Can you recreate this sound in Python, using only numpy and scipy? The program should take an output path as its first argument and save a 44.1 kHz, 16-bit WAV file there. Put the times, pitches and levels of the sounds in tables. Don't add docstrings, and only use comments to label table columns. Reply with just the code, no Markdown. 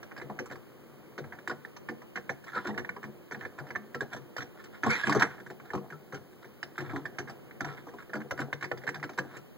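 import sys
import numpy as np
from scipy import signal
from scipy.fft import rfft, irfft, next_fast_len
from scipy.io import wavfile
from scipy.ndimage import uniform_filter1d

SR = 44100
rng = np.random.default_rng(int(sys.argv[2]) if len(sys.argv) > 2 else 0)


def attenuation_scalar(level_db):
    decades = np.asarray(level_db, float) / 20
    return 10 ** decades


def int16_out(signal):
    q = np.round(np.clip(np.atleast_2d(signal).T, -1, 1) * 32767)
    wavfile.write(sys.argv[1], SR, q.astype(np.int16))


N = 422037
TIME = np.arange(N) / SR
HOP = 32
SIZE = next_fast_len(N + 8192)
LOG_HZ = np.log(np.arange(SIZE // 2 + 1) * SR / SIZE + 1)


def unit(x):
    return x / np.sqrt(np.mean(x ** 2))


def along(table, column):
    rows = np.array(table, float)
    return np.interp(LOG_HZ, np.log(rows[:, 0]), rows[:, column])


def shape(x, gain):
    return irfft(rfft(x, SIZE) * gain, SIZE)[:N]


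def coloured(x, table):
    return shape(x, unit(attenuation_scalar(along(table, 1))))


def band(x, edges_hz, order):
    return signal.sosfilt(signal.butter(order, edges_hz, "band", fs=SR, output="sos"), x)


def walk(rate_hz):
    k = int(SR / HOP / rate_hz)
    count = N // HOP + 1
    held = np.repeat(rng.standard_normal(count // k + 1), k)
    return 1.3 * uniform_filter1d(held, k)[:count]


def gain_of(db):
    return np.repeat(attenuation_scalar(db), HOP)[:N]


def fading(t60, length_s, rows):
    t = np.arange(int(length_s * SR)) / SR
    return rng.standard_normal((rows, len(t))) * np.exp(-np.log(1000) * t / t60)


def ring(x, hz, t60):
    r = np.exp(-np.log(1000) / (t60 * SR))
    angle = 2 * np.pi * hz / SR
    gain = np.sqrt(2 * (1 - r ** 2)) * np.sin(angle)
    return signal.lfilter([gain], [1, -2 * r * np.cos(angle), r ** 2], x)


def near_centre_db(hz, centre_hz, fall_db):
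    return -fall_db * np.log2(hz / centre_hz) ** 2


# pitch_hz, level_db (per Hz)
HUM = [(24, -94), (40, -5), (59, -21.5), (234, -8.5), (268, -14.5), (358, -6), (384, -11), (589, -14),
       (676, -24.5), (1150, -21.5), (2400, -28), (3120, -28.5), (5280, -120)]


def room():
    hum = unit(shape(rng.standard_normal(N), attenuation_scalar(along(HUM, 1))))
    return gain_of(-58 + 1.2 * walk(1.82)) * hum


# pitch_hz, level_db (per Hz)
CAPSULE_HISS = [(1000, -112), (2500, -109), (4000, -109), (8000, -115), (11000, -113), (15500, -107)]


def capsule_hiss():
    return shape(rng.standard_normal(N), attenuation_scalar(along(CAPSULE_HISS, 1)) * np.sqrt(SR))


def thumps(table, lead_s, rise_s, t60, hold, sag, rough_db, rough_hz):
    settle_s = 0.00653
    out = np.zeros(N + SR)
    t = TIME[:int(1.5 * t60 * SR)]
    fade = np.exp(-np.log(1000) * (t / t60) ** hold)
    swell = (1 - np.exp(-t / rise_s)) * fade
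    bent = t + sag * settle_s * (1 - np.exp(-t / settle_s))
    for s, db, hz in table:
        start = int((s - lead_s) * SR)
        out[start:][:len(t)] += attenuation_scalar(db) * swell * np.sin(2 * np.pi * hz * bent)
    return out[:N] * gain_of(rough_db * walk(rough_hz))


# time_s, peak_db, pitch_hz
FRAME_KNOCKS = [(0.18, -42, 527), (0.221, -40.5, 520), (0.298, -30.5, 447), (0.402, -35, 498),
                (0.516, -33.5, 486), (1.19, -36, 495), (1.477, -31.5, 354), (1.889, -44.5, 501),
                (2.142, -55, 400), (2.296, -31.5, 476), (2.559, -34.5, 468), (2.657, -32, 495),
                (2.78, -36, 409), (3.032, -38, 356), (3.315, -42, 400), (3.457, -43, 475),
                (3.599, -42, 526), (3.705, -42, 460), (3.758, -49, 480), (3.95, -28, 476), (4.01, -26, 397),
                (4.13, -43.5, 614), (4.366, -36, 484), (4.838, -25, 268), (4.864, -26.5, 432),
                (5.08, -23, 330), (5.158, -20, 409), (5.507, -38, 361), (5.74, -30, 352),
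                (6.634, -41.5, 483), (6.82, -32, 324), (6.93, -28, 301), (7.194, -38.5, 368),
                (7.606, -44, 655), (8.093, -35, 410), (8.133, -32.5, 600), (8.312, -31.5, 525),
                (8.392, -31, 495), (8.531, -41.5, 492), (8.628, -38, 333), (8.718, -31.5, 465),
                (8.84, -36, 497), (9.027, -37, 648), (9.187, -42, 570), (9.36, -40.5, 311)]


def frame_knocks():
    return attenuation_scalar(-3.5) * thumps(FRAME_KNOCKS, lead_s=0.00417, rise_s=0.0077, t60=0.093, hold=1.02,
                              sag=0.29, rough_db=7.34, rough_hz=260.)


# time_s, peak_db, pitch_hz
WINDOW_THUMPS = [(1.216, -41.5, 137), (0.253, -42.5, 137), (.305, -39.5, 205), (0.418, -52, 137.5),
                 (1.898, -40, 224), (2.567, -41, 200), (2.69, -30.5, 208), (2.937, -47.5, 230),
                 (3.059, -42, 211), (3.337, -45, 215), (3.343, -42.5, 139.3), (3.61, -40.5, 139),
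                 (3.802, -42, 208), (4.163, -42.5, 132.5), (4.868, -28, 222.6), (5.081, -28, 205.7),
                 (5.751, -35, 202), (5.931, -43.5, 149), (6.14, -40, 136), (6.801, -30, 137.5),
                 (6.875, -38, 115), (6.975, -47, 150.5), (7.091, -67, 135), (9.19, -46, 350),
                 (6.95, -37, 275.4), (7.0, -47, 305), (8.16, -39, 303.3), (2.705, -43.5, 470),
                 (1.899, -46, 303), (7.212, -42, 140), (7.304, -46.5, 137), (7.661, -35, 142),
                 (5.16, -32, 126), (8.155, -34.5, 207.5), (8.221, -46, 210), (8.42, -36.5, 137),
                 (8.76, -42, 134), (8.979, -39, 147.5), (9.193, -35.5, 137), (.56, -54, 104), (1.24, -46, 98),
                 (6.925, -48, 108), (3.42, -44, 100), (6.169, -51, 100)]


def window_thumps():
    return thumps(WINDOW_THUMPS, lead_s=0.01523, rise_s=0.012, t60=0.2, hold=1.67,
                  sag=0.33, rough_db=1.5, rough_hz=30.)


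def sway():
    rest_db, kick_db, t60 = -61, -11.5, 0.8
    power = np.full(N, attenuation_scalar(rest_db) ** 2)
    for s, db, _ in WINDOW_THUMPS:
        fade_db = 60 * np.abs(TIME - s) / t60
        power += (TIME > s) * attenuation_scalar(db + kick_db - fade_db) ** 2
    return np.sqrt(power)


def slips(rate_hz, scatter_db):
    chance = rate_hz / SR * gain_of(2.1 * walk(45.))
    size = attenuation_scalar(scatter_db * np.minimum(rng.exponential(size=N), 3))
    clicks = (rng.random(N) < chance) * size
    return unit(clicks * rng.standard_normal(N))


def contacts(db, t60, late_s, blow):
    length_s, load_s = .06, 0.00033
    bursts = fading(t60, length_s, rows=len(db))
    bursts *= 1 - np.exp(-TIME[:int(length_s * SR)] / load_s)
    bursts /= np.sqrt(np.sum(bursts ** 2, axis=1, keepdims=True))
    bursts[:, 0] += blow
    start = ((taps()[:, 0] + late_s) * SR).astype(int)
    force = np.zeros(N + SR)
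    np.add.at(force, start[:, None] + np.arange(bursts.shape[1]), bursts * attenuation_scalar(db)[:, None])
    return force[:N]


def body(modes, blows, favour_db, scatter_db, rubbing, lag_s):
    prompt_hz = 1700
    tap_samples = taps()[:, 0] * SR - 1
    latest_tap = np.clip(np.searchsorted(tap_samples, np.arange(N)) - 1, 0, None)
    scatter = scatter_db * rng.standard_normal((len(tap_samples), len(modes)))
    share = attenuation_scalar(np.array(modes)[:, 1] + favour_db + scatter)
    share /= np.sqrt(np.sum(share ** 2, axis=1, keepdims=True))
    out = np.zeros(N)
    for k, (hz, db, t60) in enumerate(modes):
        delay = int(lag_s * SR * max(np.log2(prompt_hz / hz), 0))
        push = np.roll(blows * share[latest_tap, k], delay)
        out += ring(push + rubbing(hz, db), hz, t60)
    return out


# pitch_hz, level_db, fade_s (time to fall 60 dB)
PANE_MODES = [(88, -44, .15), (127.7, -18, 0.47), (143.7, 0.5, 0.21), (201, -4.5, 0.17),
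              (235.2, -4.5, 0.17), (307, -1, 0.064), (367, -2, 0.11), (409, -1, 0.068), (471.5, -5.5, 0.11),
              (491.2, -3.5, 0.064), (600, -14, 0.021), (695, 0.5, 0.014)]


def pane_boom():
    rocking = sway() * slips(900., scatter_db=2.2)

    def rubbing(hz, db):
        return gain_of(db - 10.5 + 2.5 * walk(25.)) * rocking

    _, peak_db, _, _, _, _, boom_db = taps().T
    blows = contacts(peak_db + boom_db + 28.0, 0.12, late_s=0.00305, blow=0.045)
    return body(PANE_MODES, blows, 0, 3.65, rubbing, lag_s=0.00041)


# time_s (most pressure), rise_s, fall_s, level_db, pitch_hz (scrape centre)
DRAGS = [(2.47, 0.01, 0.15, -48, 1550), (2.573, 0.072, 0.085, -40, 1420),
         (2.678, 0.074, 0.071, -44.5, 1390), (2.699, 0.045, 0.02, -43, 950),
         (3.435, 0.039, 0.038, -49, 1750), (4.13, 0.026, 0.056, -41, 1500), (4.601, 0.089, 0.07, -58, 1700),
         (4.66, 0.033, 0.034, -55, 1700), (4.749, 0.054, 0.058, -51, 1700),
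         (4.844, 0.0077, 0.24, -33, 1240), (4.95, 0.12, 0.29, -24, 2790), (5.043, 0.06, 0.31, -33, 1650),
         (5.13, 0.13, 0.16, -29.5, 1300), (5.235, 0.23, 0.056, -31.5, 1580), (5.652, .012, 0.12, -58, 1650),
         (6.177, 0.018, 0.0076, -47, 1710), (6.33, 0.011, 0.018, -57, 1400),
         (6.429, 0.0054, 0.014, -50, 1500), (6.757, .006, 0.011, -48, 1800),
         (6.788, 0.0166, 0.093, -41.5, 1500), (6.86, .05, 0.11, -49.5, 1600),
         (6.905, 0.063, 0.067, -46.5, 1510), (6.96, 0.034, 0.076, -46.5, 1100),
         (7.669, 0.011, 0.19, -46.5, 1420), (7.775, 0.018, 0.073, -53, 1750),
         (7.888, .012, 0.025, -51, 1420), (8.006, 0.054, 0.027, -52.5, 1700), (8.84, .03, 0.045, -64, 1700),
         (9.362, 0.18, 0.021, -54, 1520)]


def strokes():
    fade_db = 26.5
    glide_oct_s, arch_oct = 0.56, 0.3
    db, hz, slack = np.full(N, -120.), np.full(N, 1500.), np.ones(N)
    for s, rise, fall, peak_db, centre_hz in DRAGS:
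        span = slice(int((s - rise) * SR), int((s + fall) * SR))
        t = TIME[span] - s
        loose = np.maximum(-t / rise, t / fall)
        now_db = peak_db - fade_db * loose
        now_hz = centre_hz * 2 ** (glide_oct_s * t - arch_oct * loose)
        leads = now_db > db[span]
        hz[span] = np.where(leads, now_hz, hz[span])
        db[span] = np.where(leads, now_db, db[span])
        slack[span] = np.where(leads, loose, slack[span])
    pressure = uniform_filter1d(attenuation_scalar(db), size=300)
    rasp = attenuation_scalar(-11 - 0.31 * (db + 49.5))
    return pressure, hz, rasp, slack


# pitch_hz, level_db
RASP_COLOUR = [(2200, -51), (2800, 13), (3800, -30), (5000, 6.5), (7000, -4.5), (10000, -10), (16000, -32)]


def rasp_noise(rasping):
    return coloured(attenuation_scalar(0.5) * rasping, RASP_COLOUR)


def squeal(rasping, slack):
    now_hz = 3640 * 2 ** (-0.2 * slack[::HOP])
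    out = np.zeros(N)
    for hz in np.geomspace(2900, 5000, num=7):
        out += ring(gain_of(near_centre_db(hz, now_hz, 230.0)) * rasping, hz, t60=0.011)
    return attenuation_scalar(-7.5) * out


# start_s, length_s, first_pitch_hz, last_pitch_hz, level_db
SINGING_CLAWS = [(2.473, 0.063, 1780, 1750, -64), (2.518, 0.021, 1800, 1650, -49),
                 (2.532, 0.026, 1420, 1330, -39), (2.545, 0.051, 1500, 1220, -38),
                 (4.902, 0.034, 1480, 1460, -34), (4.887, 0.067, 2147, 2370, -33),
                 (4.945, 0.038, 2050, 1880, -30.5), (4.99, 0.028, 1500, 1910, -43),
                 (5.028, 0.023, 1650, 1610, -27), (8.778, .018, 1700, 1860, -59),
                 (2.684, 0.038, 1726, 1780, -45.5), (4.115, 0.08, 1682, 1720, -51.5)]


def squeaks():
    out = np.zeros(N)
    wobble = 0.0416 * np.repeat(walk(150.), HOP)
    for s, length, first_hz, last_hz, db in SINGING_CLAWS:
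        start, count = int(s * SR), int(length * SR)
        hz = np.linspace(first_hz, last_hz, num=count) * (1 + wobble[start:start + count])
        phase = 2 * np.pi * np.cumsum(hz) / SR
        tone = np.sin(phase) + attenuation_scalar(-20) * np.sin(2 * phase) + attenuation_scalar(-25) * np.sin(3 * phase)
        out[start:start + count] += attenuation_scalar(db) * np.sqrt(np.hanning(count)) * tone
    return out * gain_of(4.3 * walk(170.))


# pitch_hz, level_db
CRACK_COLOUR = [(2200, -3.5), (2800, 11), (4000, 0.5), (5500, 9), (7000, -3.5), (9500, -11), (12000, -20),
                (16000, -19)]


def crack():
    _, peak_db, _, crack_db, _, chatter_t60, _ = taps().T
    snaps = contacts(peak_db + crack_db + 29, 1.7 * chatter_t60[:, None], late_s=0.00081, blow=0.21)
    return coloured(snaps, CRACK_COLOUR)


def patchy(x):
    edges_hz = [1500, 3300, 4300, 5500, 7000, 9500, 17000]
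    out = np.zeros(N)
    for pair in zip(edges_hz, edges_hz[1:]):
        out += gain_of(2.2 * walk(45.) + 0.5) * band(x, pair, order=2)
    return out


# time_s, peak_db, pitch_hz (of the spot), crack_db (over the peak)
TICKS = [(0.029, -32, 1580, -21), (0.118, -32.5, 1670, -36), (0.164, -34, 1650, -24),
         (0.4572, -33.5, 1210, -20.5), (0.5112, -28.5, 1430, -23), (0.5556, -33, 1260, -26),
         (1.3872, -37, 1820, -25), (1.475, -23.5, 1820, -19.5), (1.6489, -34, 1750, -25),
         (1.7641, -33.5, 1240, -19.5), (2.018, -36, 1220, -24), (2.8472, -31, 1750, -29),
         (2.8915, -25, 1750, -27.5), (2.9639, -29.5, 1270, -31), (3.029, -34, 1750, -21),
         (3.311, -29.5, 1700, -27), (3.5866, -30, 1750, -23), (3.7515, -29.5, 1750, -30),
         (3.7578, -22, 1760, -27.5), (3.9455, -20.5, 1300, -23.5), (4.0065, -23.5, 1660, -21.5),
         (4.8338, -16.5, 1750, -25.5), (4.9026, -18, 1650, -17.5), (4.9282, -28.5, 1600, -28),
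         (5.036, -21.5, 1650, -33), (5.1239, -13.5, 1620, -22.5), (5.2217, -10, 1770, -22.5),
         (5.5995, -36, 1590, -28), (6.6283, -27, 1930, -18), (6.9604, -20, 1440, -28.5),
         (7.5094, -40, 1960, -28), (7.6065, -19, 1400, -24.5), (7.9855, -37, 1470, -23),
         (8.0244, -39.5, 1650, -23), (8.216, -33, 1650, -28), (8.309, -18, 1500, -23.5),
         (8.5278, -22.5, 1910, -19.5), (8.6096, -34, 1510, -17), (8.6252, -22, 1590, -21.5),
         (8.7145, -20.5, 1370, -31), (8.8758, -21.5, 1720, -24), (8.8892, -22, 1800, -22),
         (8.9437, -30.5, 1960, -15.5), (8.9978, -38.5, 1840, -23), (9.0283, -25, 1850, -22),
         (9.0388, -23, 1570, -21), (9.186, -16.5, 1630, -22.5)]
KNOCKS = [(0.1766, -32, 1620, -18), (1.2409, -35.5, 1640, -27), (1.3235, -30, 1750, -29),
          (1.4962, -20.5, 1450, -26), (1.511, -26, 1550, -26), (1.8874, -24, 1750, -26),
          (2.157, -25.5, 1760, -20), (2.173, -26, 1740, -30), (2.2935, -21, 1810, -25),
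          (2.4406, -41, 1750, -15), (2.5764, -29, 1290, -30), (2.7767, -21, 1700, -22),
          (3.04, -28.5, 1700, -26), (3.3206, -28, 1670, -23.5), (3.4504, -28, 1750, -28),
          (3.5955, -31, 1420, -26), (3.705, -28.5, 1750, -24), (4.365, -28.5, 1750, -17),
          (4.3805, -26, 1410, -18), (4.4059, -30.5, 1690, -22), (5.463, -34.5, 1680, -24),
          (5.7034, -31, 1750, -29), (5.774, -32, 1080, -25), (5.9025, -34, 1720, -21.5),
          (5.9233, -31.5, 1340, -31), (6.1435, -27.5, 1400, -22), (6.7794, -24.5, 1700, -20.5),
          (7.0541, -25.5, 1720, -28), (7.1847, -22, 1670, -21), (7.2743, -37, 1680, -23),
          (7.2947, -29, 1330, -21), (7.645, -23, 1350, -24), (7.6867, -30, 1480, -35),
          (8.1336, -22.5, 1450, -24.5), (8.2034, -32.5, 1440, -26), (8.3901, -20, 1410, -26),
          (8.4013, -28, 1370, -13), (8.4155, -22.5, 1420, -26), (8.6418, -22, 2070, -26.5),
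          (8.956, -28.5, 1650, -24), (9.0926, -29.5, 1650, -22), (9.3668, -32.5, 1500, -16.5)]
SHOVES = [(0.2148, -30, 1850, -23.5), (0.2974, -29, 1160, -32), (0.3896, -25.5, 1840, -22.5),
          (1.1791, -29, 1730, -22.5), (2.6542, -27, 1430, -32), (2.6689, -32.5, 1720, -10),
          (2.7431, -38, 1740, -26), (2.7921, -30, 1760, -32), (3.3461, -31.5, 1750, -26),
          (3.3917, -47, 1640, -16), (3.4093, -32.5, 1750, -26), (3.668, -39, 1720, -23),
          (4.021, -31.5, 1680, -22), (4.1305, -32.5, 1660, -12.5), (4.1635, -35, 1180, -16),
          (4.4206, -32, 1770, -20), (4.8624, -17.5, 1050, -25), (5.07, -18, 1670, -19.5),
          (5.0933, -20, 1100, -13), (5.1476, -13.5, 1060, -26.5), (5.1952, -22, 1680, -16),
          (5.238, -29, 1060, -30), (5.5012, -34, 1750, -19.5), (5.7333, -22.5, 1080, -26),
          (5.7495, -22.5, 1090, -28), (6.1237, -29.5, 1340, -21.5), (6.4448, -38.5, 1710, -20),
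          (6.9328, -29, 955, -28), (7.1954, -39, 1300, -16), (7.867, -33, 1050, -30),
          (7.9359, -35, 990, -28), (8.0955, -39.5, 1430, -26), (8.1534, -28, 1640, -23),
          (8.1661, -38, 1450, -28), (8.7739, -37.5, 1780, -15)]
BRUSHES = [(.198, -36, 1950, -34), (.4995, -33, 1480, -26), (.521, -30, 1490, -22), (1.349, -41, 1600, -24),
           (2.4654, -41, 1300, -24), (2.4815, -41, 1760, -21), (2.5343, -35, 1350, -30),
           (2.5516, -36, 1510, -18), (2.5636, -26, 1320, -29), (2.6465, -33.5, 1480, -18),
           (3.686, -44, 1740, -15), (4.1127, -44, 1650, -23), (4.6394, -41.5, 1600, -9.5),
           (5.2028, -26, 1670, -32), (5.3809, -36.5, 1610, -28), (5.4004, -33.5, 1615, -24),
           (6.8042, -33.5, 1520, -16), (6.8953, -30.5, 1610, -30), (8.375, -28.5, 1510, -22),
           (8.8174, -41, 1770, -25), (8.836, -37, 1950, -24), (8.8671, -29.5, 1900, -24),
           (9.132, -43, 1760, -15), (9.1764, -24.5, 1230, -20.5), (9.2379, -51, 1250, -21),
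           (9.309, -42, 1910, -17), (9.3355, -41, 1410, -22), (9.3906, -50, 1040, -25),
           (9.366, -46, 2350, -21.5), (1.19, -34, 1910, -25), (.112, -41, 1700, -30),
           (3.579, -34, 1100, -25), (7.2, -33, 1690, -25), (7.148, -49, 1900, -23),
           (7.2818, -32.5, 1650, -26), (5.1565, -23, 1100, -26)]


def taps():
    kinds = [(TICKS, (0.6, 0.033, -18.5)), (KNOCKS, (0.53, 0.051, -16)),
             (SHOVES, (0.56, 0.051, -10)), (BRUSHES, (0.26, .045, -14))]
    return np.array(sorted((*row, *push) for table, push in kinds for row in table))


# pitch_hz, level_db, fade_s (time to fall 60 dB)
SHELL_MODES = [(810, 14, 0.017), (895, -4.5, 0.1), (1011, 1, 0.056), (1100, 1.5, 0.023), (1187, -7.5, 0.13),
               (1330, -4, 0.13), (1431, 2, 0.027), (1550, -4.5, 0.03), (1650, 2.5, 0.028), (1755, 2, 0.028),
               (1840, 7, 0.0037), (2050, -5, 0.03), (2200, -5.5, 0.032), (2500, -6, 0.024)]


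def shell_ring(scrape, drag_hz):
    def rubbing(hz, db):
        nearness_db = near_centre_db(hz, drag_hz[::HOP], 33.7)
        return gain_of(db - 11.5 + nearness_db + 3 * walk(40.)) * scrape

    _, peak_db, spot_hz, _, blow, chatter_t60, _ = taps().T
    mode_hz, spot_hz = np.array(SHELL_MODES)[:, 0], spot_hz[:, None]
    favour_db = near_centre_db(mode_hz, spot_hz, fall_db=27)
    favour_db += 10 * np.exp(-(np.log2(mode_hz / spot_hz) / 0.093) ** 2)
    blows = contacts(peak_db + 12.0, chatter_t60[:, None], late_s=0., blow=blow)
    return body(SHELL_MODES, blows, favour_db, 2.4, rubbing, lag_s=0.0013)


def claws():
    pressure, drag_hz, rasp, slack = strokes()
    scrape = pressure * slips(3200., scatter_db=2.8)
    rasping = rasp * scrape
    shell = band(shell_ring(scrape, drag_hz), [720, 2700], order=3)
    window = band(pane_boom() + window_thumps() + frame_knocks(), [115, 4000], order=3)
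    contact_noise = patchy(crack() + rasp_noise(rasping))
    return shell + window + contact_noise + squeal(rasping, slack) + squeaks()


def tail(t60, length_s):
    noise = fading(t60, length_s, rows=1)[0]
    return noise / np.linalg.norm(noise)


# pitch_hz, in_step (ratio), quarter_turn_ahead (ratio), unrelated_db
PORT_DIFFERENCE = [(40, 0.011, 0, -7), (100, -0.18, 0.005, -8), (252, 0.11, 0, -9.5),
                   (814, 0.22, 0.053, -1.5), (1300, 0.53, 0.037, 1), (1750, -0.38, 0.99, 3.5),
                   (2260, -1.4, 0.26, -8.5), (3036, 0.94, 0, 1), (8750, 0.58, 0.058, 1.5)]


def port_difference(common, scattered):
    wandering = common * gain_of(2.2 * walk(9.) - 2.0)
    turn = along(PORT_DIFFERENCE, 1) + 1j * along(PORT_DIFFERENCE, 2)
    return shape(wandering, turn) + shape(scattered, attenuation_scalar(along(PORT_DIFFERENCE, 3)))


def scene():
    near = claws()
    echo = signal.fftconvolve(near, tail(0.38, length_s=0.32))[:N]
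    common = near + attenuation_scalar(-16) * echo + room()
    scatter = signal.fftconvolve(near, tail(0.09, length_s=.3))[:N]
    scattered = attenuation_scalar(-8.5) * scatter + room()
    apart = port_difference(common, scattered)
    return np.array([common + apart + capsule_hiss(), common - apart + capsule_hiss()])


# pitch_hz, limit_db
MASK_LIMIT = [(700, -40), (1300, -15), (2800, -14), (5500, -9), (8000, -5), (11000, -3), (16000, -3)]


def drop_masked(sides):
    pair = np.array([sides[0] + sides[1], sides[0] - sides[1]]) / 2
    hz, _, spectra = signal.stft(pair, SR, nperseg=2048)
    power = np.abs(spectra[:, :-1]) ** 2
    band_power = power.reshape(2, -1, 8, power.shape[-1]).mean(axis=2)
    bands = np.repeat(band_power, 8, axis=1)
    limit = attenuation_scalar(np.interp(hz[:-1], *np.transpose(MASK_LIMIT))) ** 2
    spectra[:, :-1] *= bands > limit[:, None] * bands[::-1]
    mid, side = signal.istft(spectra, SR, nperseg=2048)[1][:, :N]
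    return np.array([mid + side, mid - side])


def low_pass(x):
    return signal.sosfilt(signal.butter(12, 16930, fs=SR, output="sos"), x)


def record(dry):
    lag = 16
    other_late = np.pad(dry[::-1], ((0, 0), (lag, 0)))[:, :N]
    lift = signal.bilinear([1, 2 * np.pi * 600], [1, 2 * np.pi * 60], SR)
    lifted = signal.lfilter(*lift, dry - other_late) / np.sqrt(2)
    sides = band(lifted, [80, 19000], order=2)
    top_cut = signal.ellip(10, .3, 80, 15800, fs=SR, output="sos")
    mix = drop_masked(signal.sosfilt(top_cut, sides))
    return low_pass(mix)


dry = scene()
out = record(dry)
int16_out(out)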